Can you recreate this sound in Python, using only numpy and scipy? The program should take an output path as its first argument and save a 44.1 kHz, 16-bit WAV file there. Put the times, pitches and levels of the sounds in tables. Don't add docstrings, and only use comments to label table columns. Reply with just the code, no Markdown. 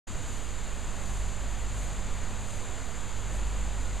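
import sys
import numpy as np
from scipy import signal
from scipy.fft import rfft, irfft, next_fast_len
from scipy.io import wavfile
from scipy.ndimage import map_coordinates

SR = 44100
rng = np.random.default_rng(int(sys.argv[2]) if len(sys.argv) > 2 else 0)


def wav_record(signal):
    frames = np.transpose(np.atleast_2d(signal))
    bounded = np.clip(frames, -1, 1)
    quanta = np.round(bounded * 32767).astype(np.int16)
    wavfile.write(sys.argv[1], SR, quanta)


N = 176400

# f/Hz, relative level/dB
HISS_TONE = [(150, -1), (250, -1), (330, -5), (500, -5), (700, -8.5), (1000, -8.5), (1500, -8.5),
             (2000, -9.5), (3000, -11), (4300, -12), (6200, -5.5), (7000, -6), (8000, -12.5), (10000, -23),
             (12000, -31), (13500, -35.5), (15000, -44)]
# f/Hz, relative level/dB
WASH_TONE = [(100, -33), (300, -4), (600, 2), (950, 2), (1500, -4), (2500, -12), (5000, -37), (9000, -100)]
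# t/s, level/dB
WASH_LOUDNESS = [(0, -49.5), (.7, -51), (.92, -48), (1.2, -49), (1.55, -48.5), (1.87, -49.5), (2.2, -47.5),
                 (2.5, -48), (3, -49), (3.3, -48), (4, -48.5)]
def air():
    hiss = amp(db=-42) * rush(HISS_TONE)
    drift_db = .5 * wobble(per_second=7.2)
    wash = amp(curve(WASH_LOUDNESS) + drift_db) * rush(WASH_TONE)
    return hiss + wash


# f/Hz, relative level/dB
CROWD_TONE = [(5000, -68), (6100, -14), (6600, -12), (6900, -2), (7230, 4), (7450, -7.5), (7750, -21),
              (8500, -42), (13500, -44), (14300, -37), (15000, -52)]
# f/Hz, level/dB
NEAR_SINGERS = [(6830, -60), (7065, -60.5), (7240, -55.5), (7415, -60.5)]
def insect_chorus():
    flutter_db = -.1 * wobble(per_second=45)
    chorus = amp(db=-52) * unit(rush(CROWD_TONE) * amp(flutter_db))
    blur_hz = 70.9
    for hz, db in NEAR_SINGERS:
        tone = np.exp(2j * np.pi * hz * np.arange(N) / SR)
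        blur = wobble(blur_hz) + 1j * wobble(blur_hz)
        chorus += amp(db) * unit(np.real(blur * tone))
    return chorus


# f/Hz, relative level/dB
RASP_TONE = [(500, -45), (2000, -10), (4500, -3), (6400, 10), (8500, -0.5), (10500, -7), (12500, -16),
             (15000, -27)]
# peak t/s, length/s, level/dB
RASP_SWELLS = [(.32, .23, -48), (1.13, 0.24, -47.5), (1.824, 0.16, -46.5), (2.523, 0.17, -47.5),
               (3.357, .05, -48)]
def rasping_insect():
    loudness = sum(amp(db) * swell(peak_s, length_s) for peak_s, length_s, db in RASP_SWELLS)
    return loudness * rush(RASP_TONE)


# t/s, level/dB
HUM_LOWEST = [(0, -59), (.35, -49), (.6, -39.5), (1, -41.5), (1.12, -32), (1.45, -37), (1.8, -34.5),
              (2.1, -43), (2.5, -44.5), (2.9, -50), (3.2, -40), (3.42, -32), (3.75, -33), (4, -36.5)]
# t/s, level/dB
HUM_SECOND = [(0, -68), (.6, -55.5), (.8, -51.5), (1.25, -46.5), (1.6, -51), (1.8, -44), (2.1, -47.5),
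              (2.35, -52), (2.65, -46), (2.9, -55.5), (3.25, -43), (3.5, -60), (3.72, -43), (4, -53)]
# t/s, third level/dB, fourth level/dB
HUM_UPPER = [(0, -70, -63), (.6, -73, -68.5), (1.1, -53, -50.5), (1.5, -66, -60.5), (1.9, -48, -57),
             (2.45, -65, -52), (2.8, -75, -66.5), (3.6, -57, -52), (4, -62, -69)]
def motor():
    pitch_hz, wander = 49.36, .00848
    phase = 2 * np.pi * np.cumsum(pitch_hz * (1 + wander * wobble(per_second=5))) / SR
    times, third, fourth = np.transpose(HUM_UPPER)
    hum = np.zeros(N)
    for k, levels in enumerate([HUM_LOWEST, HUM_SECOND, np.c_[times, third], np.c_[times, fourth]]):
        waver = .26 * k * wobble(per_second=13)
        hum += amp(curve(levels)) * np.sqrt(2) * np.sin((k + 1) * phase + waver)
    return hum


# f/Hz, relative level/dB
RUMBLE_TONE = [(5, 2), (15, 3), (30, 2), (45, -3), (65, -4), (90, -10), (130, -13), (190, -21.5),
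               (260, -22), (400, -34), (1500, -100)]
# t/s, level/dB
RUMBLE_LOUDNESS = [(0, -35), (.7, -39.5), (1.15, -37), (1.5, -39), (1.95, -34.5), (2.6, -37.5),
                   (3.1, -37.5), (4, -36)]
def rumble():
    return amp(curve(RUMBLE_LOUDNESS)) * rush(RUMBLE_TONE)


def far_whistle():
    pitch_hz = 1450
    tone = np.sqrt(2) * np.sin(2 * np.pi * pitch_hz * np.arange(N) / SR)
    return amp(db=-54) * swell(peak_s=3.875, length_s=.05) * tone


def amp(db):
    return 10 ** (np.asarray(db) / 20)


def unit(x):
    return x / np.sqrt(np.mean(x ** 2) + 1e-20)


def curve(rows):
    return np.interp(np.arange(N) / SR, *np.transpose(rows))


def swell(peak_s, length_s):
    return np.exp(-2 * ((np.arange(N) / SR - peak_s) / length_s) ** 2)


def wobble(per_second):
    points = rng.standard_normal(1024)
    return map_coordinates(points, [np.arange(N) * per_second / SR], mode="wrap")


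def rush(tone):
    hz, db = np.transpose(tone)
    size = next_fast_len(N + SR // 2)
    all_hz = np.fft.rfftfreq(size, 1 / SR)
    gain = amp(np.interp(np.log(all_hz + 1), np.log(hz + 1), db))
    spectrum = rfft(rng.standard_normal(N), size)
    return unit(irfft(spectrum * gain, size)[:N])


def scene():
    mono = air() + insect_chorus() + rasping_insect() + motor() + rumble() + far_whistle()
    return np.array([mono, mono])


CHANNEL_SHIFTS = [.0015, .0267]
def record(dry):
    dip_hz, dip_width_hz, top_hz = 5475, 2530, 14950
    silent_s, fade_in_s, fade_out_s = .069, .01, .002
    dipped = signal.lfilter(*signal.iirnotch(dip_hz, dip_hz / dip_width_hz, SR), dry)
    shifted = dipped + np.array(CHANNEL_SHIFTS)[:, None]
    fade_in = np.clip((np.arange(N) / SR - silent_s) / fade_in_s, 0, 1)
    fade_out = np.clip(np.arange(N)[::-1] / (SR * fade_out_s), 0, 1)
    low_pass = signal.ellip(12, .1, 80, top_hz, fs=SR, output="sos")
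    return signal.sosfilt(low_pass, fade_in * fade_out * shifted)


dry = scene()
out = record(dry)
wav_record(out)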